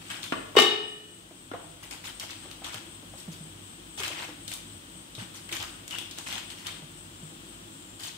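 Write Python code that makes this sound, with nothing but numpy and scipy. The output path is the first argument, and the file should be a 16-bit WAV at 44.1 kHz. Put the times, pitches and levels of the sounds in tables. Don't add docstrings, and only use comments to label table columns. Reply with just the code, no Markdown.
import sys
import numpy as np
from scipy import signal
from scipy.fft import rfft, irfft, next_fast_len
from scipy.io import wavfile
from scipy.ndimage import uniform_filter1d, map_coordinates

SR = 44100
rng = np.random.default_rng(int(sys.argv[2]) if len(sys.argv) > 2 else 0)


def digitize_waveform(pressure):
    field = np.atleast_2d(pressure).T
    bounded = np.clip(field, -1, 1)
    quanta = np.round(bounded * 32767).astype(np.int16)
    wavfile.write(sys.argv[1], SR, quanta)


N = 360297


def amp(db):
    return 10 ** (np.asarray(db) / 20)


def unit(x):
    return x / np.sqrt(np.mean(x ** 2) + 1e-20)


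def along(points, hz):
    f, value = np.transpose(points)
    return np.interp(np.log(hz + 1), np.log(f + 1), value)


def wobble(rate):
    knots = rng.standard_normal(int(N * rate / SR) + 4)
    return map_coordinates(knots, [np.arange(N) * rate / SR])


def filtered(x, response):
    n = x.shape[-1]
    padded = next_fast_len(n + SR // 10)
    hz = np.fft.rfftfreq(padded, 1 / SR)
    return irfft(rfft(x, padded) * response(hz), padded)[..., :n]


def resonance(hz, centre, width):
    return 1j * hz * width / (centre ** 2 - hz ** 2 + 1j * hz * width)


def add(track, s, sound):
    part = track[..., round(s * SR):][..., :sound.shape[-1]]
    part += sound[..., :part.shape[-1]]


# f/Hz, likeness (1 same, -1 opposite)
LIKENESS = [(130, 0.96), (290, 0.85), (640, -0.058), (1400, -0.52), (3000, -0.14), (6000, -0.09)]


def diffuse(size):
    def mid_and_side(hz):
        angle = np.arccos(np.clip(along(LIKENESS, hz), -1, 1)) / 2
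        return np.array([np.cos(angle), np.sin(angle)])

    mid, side = filtered(rng.standard_normal((2, size)), mid_and_side)
    return np.array([mid + side, mid - side])


# f/Hz, fall time t/s
KITCHEN_DECAY = [(120, 0.39), (400, 0.73), (1500, 0.57), (3500, 0.68), (7000, 0.44), (14000, 0.38)]


def in_room(x, wet_db):
    hz, t, pieces = signal.stft(diffuse(size=SR * 2 // 3), SR, nperseg=256)
    fade = amp(-60 * t / along(KITCHEN_DECAY, hz)[:, None])
    build_up = 1 - np.exp(-t / 0.00087)
    tail = signal.istft(pieces * fade * build_up, SR, nperseg=256)[1]
    response = amp(wet_db) * tail / np.linalg.norm(tail[0])
    response[:, 0] += 1
    return signal.fftconvolve(np.atleast_2d(x), response, axes=1)[:, :N]


# f/Hz, relative level/dB
AIR_COLOUR = [(20, -24), (35, -19), (52, 2.5), (72, -19), (100, 6), (125, -9.5), (160, 0), (230, -5.5),
              (335, -0.5), (400, -12.5), (1400, -14), (2300, -17.5), (3350, -16), (4500, -20),
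              (9500, -20.5), (12000, -27), (15500, -29)]


def room_tone():
    air = unit(filtered(diffuse(size=N), lambda hz: amp(along(AIR_COLOUR, hz))))
    return amp(-48.5 + 0.38 * wobble(1.99)) * air


# middle t/s, level/dB before placing left and right
TRILL_EVENTS = [(7.22, -59.5), (7.9, -56)]
TRILL_FADE_DB_PER_S = 48


def crickets():
    t = np.arange(N) / SR
    beat_db = 3.6 * np.cos(2 * np.pi * 3.93 * (t - .9)) + .8 * wobble(3)

    def voice(centre_hz, width_hz):
        return unit(filtered(diffuse(size=N), lambda hz: resonance(hz, centre_hz, width_hz) ** 2))

    chirps = amp(-56.5 + beat_db) * voice(centre_hz=8210, width_hz=850)
    swells = sum(amp(db - TRILL_FADE_DB_PER_S * np.abs(t - s)) for s, db in TRILL_EVENTS)
    trill = swells * voice(centre_hz=7370, width_hz=220)
    return (chirps + trill) * amp([[1.5], [-4]])


def crackle(spectrum, density, spread_db, life, size=200):
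    chance = rng.random((24000, 5))[:int(density * N / SR)]
    start, tone, strength, left, right = chance.T[:, :, None]
    low_hz, high_hz = spectrum[0][0], spectrum[-1][0]
    hz = low_hz + (high_hz - low_hz) * tone ** 2
    t = np.arange(size) / SR
    size_db = spread_db * np.minimum(-np.log(strength), 3)
    gain = amp(along(spectrum, hz) + size_db) * np.sqrt(tone)
    shape = gain * np.exp(-t / life) * (1 - np.exp(-t * hz))
    where = ((start * N).astype(int) + np.arange(size)).ravel()
    ports = []
    for phase in (left, right):
        ticks = shape * np.sin(2 * np.pi * (hz * t + phase))
        ports.append(np.bincount(where, ticks.ravel(), N)[:N])
    return unit(np.array(ports))


GRIP_S, RELAX_DB_PER_S = 0.009, 287


def stroke_envelope(hold_s):
    t = np.arange(int((hold_s + .25) * SR)) / SR
    return np.minimum(t / GRIP_S, 1) * amp(-RELAX_DB_PER_S * np.maximum(t - hold_s, 0))


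# start t/s, time until let go t/s, relative rustle level/dB, fine wrinkles relative to rustle level/dB
STROKE_EVENTS = [(0.01, 0.2, -48.5, -5.5), (0.098, 0.017, -37.5, -7), (0.222, 0.042, -49, 3),
                 (1.825, 0.013, -42, 1), (1.905, 0.024, -39, -4), (2.036, 0.044, -40, -0.5),
                 (2.197, 0.043, -40.5, -4.5), (2.285, 0.035, -43.5, -7), (2.4, 0.13, -52.5, -8),
                 (2.634, 0.056, -40.5, -6), (2.721, 0.035, -40.5, -3), (3.17, 0.045, -56, 9),
                 (3.312, .02, -52.5, 9), (3.972, 0.098, -34.5, -4), (4.112, 0.084, -43.5, -16),
                 (4.179, .065, -41, -5.5), (4.276, 0.016, -49, -3), (4.473, .012, -44, 6),
                 (4.505, 0.028, -44.5, 0), (5.175, 0.049, -42.5, -5.5), (5.337, 0.054, -51, 5.5),
                 (5.512, 0.049, -36.5, -2), (5.594, 0.047, -39.5, -6), (5.897, 0.089, -41.5, -5.5),
                 (6.169, 0.021, -42, -2), (6.259, .05, -39, -3), (6.305, .08, -41, -4),
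                 (6.494, 0.012, -44.5, -3), (6.57, 0.083, -53, 3), (6.647, .03, -40, -18),
                 (6.71, .06, -54, -14), (7.991, 0.096, -45, 4)]
# f/Hz, relative level/dB
FOLD_COLOUR = [(250, -8), (500, -13), (750, 7), (1300, 1), (2000, 2), (3500, -6), (5000, -9.5),
               (8000, -17.5)]
# f/Hz, relative level/dB
WRINKLE_COLOUR = [(2000, -8), (4500, -2.5), (6500, -2.5), (9000, -5.5), (12000, -11.5), (15000, -14.5)]
STICK_DB, STICK_PER_S = 1.35, 45


def rustle():
    folds, wrinkles = np.zeros((2, N))
    for s, hold_s, db, crisp_db in STROKE_EVENTS:
        effort = amp(db) * stroke_envelope(hold_s)
        add(folds, s, effort)
        add(wrinkles, s, amp(crisp_db) * effort)
    fold_ticks = crackle(FOLD_COLOUR, density=2400, spread_db=2.0, life=0.0009, size=150)
    wrinkle_ticks = crackle(WRINKLE_COLOUR, density=2200, spread_db=0.5, life=0.00095, size=100)
    sheet = amp(-3.5) * folds * fold_ticks + amp(-4.0) * wrinkles * wrinkle_ticks
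    rumble = unit(filtered(rng.standard_normal(N), lambda hz: resonance(hz, 95, 81) ** 2))
    push = amp(-18) * folds * rumble
    return in_room(sheet * amp(STICK_DB * wobble(STICK_PER_S)), wet_db=-7.0) + push


# t/s, relative fold level/dB, fold f/Hz, relative tick level/dB
SNAP_EVENTS = [(0.102, -24, 1830, -43), (0.1138, -27, 1920, -44), (0.231, -26.5, 3580, -40),
               (0.2402, -28, 3120, -37), (1.9106, -32, 2430, -35.5), (2.1976, -22, 5370, -38),
               (2.3061, -27, 3670, -48), (2.513, -32, 3170, -42), (2.6447, -29, 3080, -38),
               (2.7431, -26.5, 1440, -36.5), (4.0023, -30, 2980, -34), (4.0342, -20, 1900, -32),
               (4.0792, -27, 2710, -32), (4.4794, -29.5, 3500, -33.5), (4.5166, -33, 3660, -36),
               (4.5373, -24, 7950, -38), (5.1507, -29.5, 3860, -52), (5.4906, -27.5, 2000, -46),
               (5.5261, -21.5, 2150, -31), (5.5677, -34, 3130, -35), (5.627, -24.5, 1310, -35),
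               (5.879, -36, 7900, -35), (5.9093, -27.5, 2850, -38), (5.9851, -24.5, 3120, -32),
               (6.111, -28.5, 4600, -41.5), (6.1855, -39, 2980, -33.5), (6.3265, -21, 2100, -35),
               (6.3799, -27.5, 2950, -38), (6.5023, -29.5, 3740, -43), (6.6682, -25, 3570, -32),
               (8.0344, -26.5, 3920, -45)]


def snaps():
    out, t = np.zeros((2, N)), np.arange(SR // 30) / SR
    for s, db, hz, tick_db in SNAP_EVENTS:
        fold, tick = rng.standard_normal((2, 2, len(t)))
        fold = unit(filtered(fold, lambda f: resonance(f, hz, 0.4 * hz))) * amp(-60 * t / 0.046)
        tick = unit(filtered(tick, lambda f: amp(along(WRINKLE_COLOUR, f)))) * amp(-60 * t / 0.016)
        add(out, s, amp(db - 10.5) * fold + amp(tick_db + 3) * tick)
    return in_room(out, wet_db=-0.5)


# f/Hz, relative level/dB, time to fall by 60 dB t/s
RING_MODES = [(157, -11, 0.4), (256.3, -10.5, 0.41), (349.5, -11, 0.86), (424, -10.5, 0.88),
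              (667, -15, 0.45), (787, -13, 0.58), (890, -8, 0.38), (1132, -4, 0.36), (1210, -19, 1),
              (1296, -17.5, 0.93), (1400, -18, 0.23), (1778, -11, 0.66), (1823, -11.5, 0.68),
              (1890, -18, 1), (2105, -9, 0.5), (2460, -24, 1), (2906, -11.5, 0.79), (2930, -2.5, 0.78),
              (2980, -1.5, 0.5), (3460, -23, 0.13), (3692, -12.5, 0.74), (3735, -6.5, .62),
              (4400, -23, 0.49), (4454, -17, .6), (5080, -12, 0.51)]


def steel_ring(t, count=48):
    weak_hz = rng.uniform(500, 8500, count)
    weak_db = rng.normal(-18, 3, count) - 1.4 * weak_hz / 1000
    weak = np.transpose([weak_hz, weak_db, rng.uniform(.25, .5, count)])
    hz, db, t60 = np.vstack([RING_MODES, weak]).T[:, :, None]
    shared_phase = rng.uniform(0, 2 * np.pi, len(hz))
    port_phase = np.pi / 5 * rng.standard_normal((2, len(hz)))
    phase = np.exp(1j * (shared_phase + port_phase))
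    modes = amp(db - 60 * t / t60) * np.exp(2j * np.pi * hz * t)
    return (phase @ modes).real * (1 - np.exp(-t / 0.0028))


# t/s, crack level/dB, crack brightness f/Hz, contact tone f/Hz, contact tone level/dB,
# relative ring level/dB
KNOCK_EVENTS = [(.3222, -11, 1540, 270, -17.5, -52), (.336, -32, 1520, 1145, -21, -62),
                (.553, -16.5, 900, 624, -23, -43), (.564, -27, 7800, 1100, -20, -13),
                (.5678, -7.5, 2440, 405, 1.5, -9.5), (.5835, -3, 2350, 1183, -8, -39),
                (.5885, -8.5, 4000, 698, -9, -23), (.599, -14, 6740, 250, -17, -28),
                (.62, -13, 5100, 350, -19, -29.5), (1.515, -23.5, 1390, 310, -24.5, -61),
                (1.536, -21.5, 1110, 490, -23, -63), (1.541, -30, 1150, 690, -24, -66),
                (1.546, -26.5, 1200, 1070, -29.5, -58)]


def knocks():
    out, t = np.zeros((2, N)), np.arange(SR // 8) / SR
    ring = steel_ring(np.arange(SR) / SR)
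    for s, crack_db, bright_hz, tone_hz, tone_db, ring_db in KNOCK_EVENTS:
        def contact(hz):
            low_cut = (1j * hz / (150 + 1j * hz)) ** 2
            return low_cut / (1 - (hz / bright_hz) ** 2 + 1j * hz / bright_hz)

        burst = rng.standard_normal((2, len(t))) * amp(-60 * t / 0.049)
        crack = filtered(burst, contact)
        soft_start = (1 - np.exp(-t / 0.0015)) ** 2
        tone = np.sin(2 * np.pi * tone_hz * t) * amp(-60 * t / 0.04) * soft_start
        add(out, s, in_room(amp(crack_db) * crack, wet_db=-2.0))
        add(out, s, in_room(amp(tone_db) * tone, wet_db=-5))
        add(out, s, in_room(amp(ring_db - 9.5) * ring, wet_db=-3.5))
    return out


# t/s, relative tone level/dB, base f/Hz, relative skin slap level/dB
PAT_EVENTS = [(1.309, -51, 300, -45.5), (2.449, -55, 350, -44.5), (2.618, -45, 290, -40),
              (2.742, -42, 120, -44), (3.029, -44, 245, -48.5), (3.137, -44, 107, -43),
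              (3.279, -27, 169.3, -44), (3.404, -32, 162, -53), (3.999, -41, 379, -40),
              (4.099, -44.5, 350, -37), (4.284, -40, 306, -39), (4.738, -44, 91.5, -53),
              (4.953, -44, 160, -51), (5.178, -33, 119, -45), (5.215, -34, 189, -54),
              (5.519, -40, 320, -54), (5.59, -39, 92, -56), (6.824, -36, 149, -46),
              (7.228, -32.5, 158, -53)]
PAT_T60_S = 0.15


def pats():
    out, t = np.zeros(N), np.arange(SR // 3) / SR
    for s, db, hz, slap_db in PAT_EVENTS:
        pitch = hz * (.93 + 0.34 * np.exp(-t / 0.011))
        soft_start = 1 - np.exp(-t / 0.006)
        tone = np.sin(2 * np.pi * np.cumsum(pitch) / SR) * soft_start * amp(-60 * t / PAT_T60_S)
        skin = unit(filtered(rng.standard_normal(len(t)), lambda f: resonance(f, 540, 640) ** 2))
        slap = skin * amp(-60 * t / 0.1)
        add(out, s, amp(db + 2.5) * tone + amp(slap_db - 3.0) * slap)
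    return in_room(out, wet_db=-7.5)


# start t/s, length t/s, f/Hz, relative level/dB
SQUEAK_EVENTS = [(5.914, 0.027, 2860, -46), (5.937, 0.027, 2870, -45.5), (5.97, 0.039, 3450, -45.5)]


def squeaks():
    out = np.zeros(N)
    for s, length, hz, db in SQUEAK_EVENTS:
        swell = np.hanning(int(length * SR))
        chirp = unit(filtered(rng.standard_normal(SR // 10), lambda f: resonance(f, hz, 420) ** 2))
        add(out, s, amp(db + 2) * swell * chirp[:len(swell)])
    return in_room(out, wet_db=-1)


def scene():
    return knocks() + pats() + snaps() + squeaks() + rustle() + crickets() + room_tone()


def gain_control(x, threshold_db, recover_db, attack):
    power = np.abs(uniform_filter1d((x ** 2).mean(0), size=SR // 25))
    over = np.clip(10 * np.log10(power + 1e-12) - threshold_db, 0, 4)
    creep = recover_db * np.arange(N) / SR
    duck_db = np.maximum.accumulate(over + creep) - creep
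    keep = np.exp(-1 / (attack * SR))
    return x * amp(-signal.lfilter([1 - keep], [1, -keep], duck_db))


# f/Hz, level difference/dB
PORT_COLOUR = [(200, -1.5), (450, 2.5), (740, -1.5), (1300, 3), (2000, 0), (3200, 12), (4500, 1.5),
               (6000, -0.5), (8300, 6.5), (11000, -3), (15000, 7.5)]
TOP_HZ = 15700


def record(dry):
    shares = np.array([[.8], [-.2]])
    heard = filtered(dry, lambda hz: amp(along(PORT_COLOUR, hz) * shares))
    held = gain_control(heard, threshold_db=-16, recover_db=2.5, attack=0.04)
    overloaded = held / (1 + held ** 6) ** (1 / 6)
    return filtered(overloaded, lambda hz: hz < TOP_HZ)


dry = scene()
out = record(dry)
digitize_waveform(out)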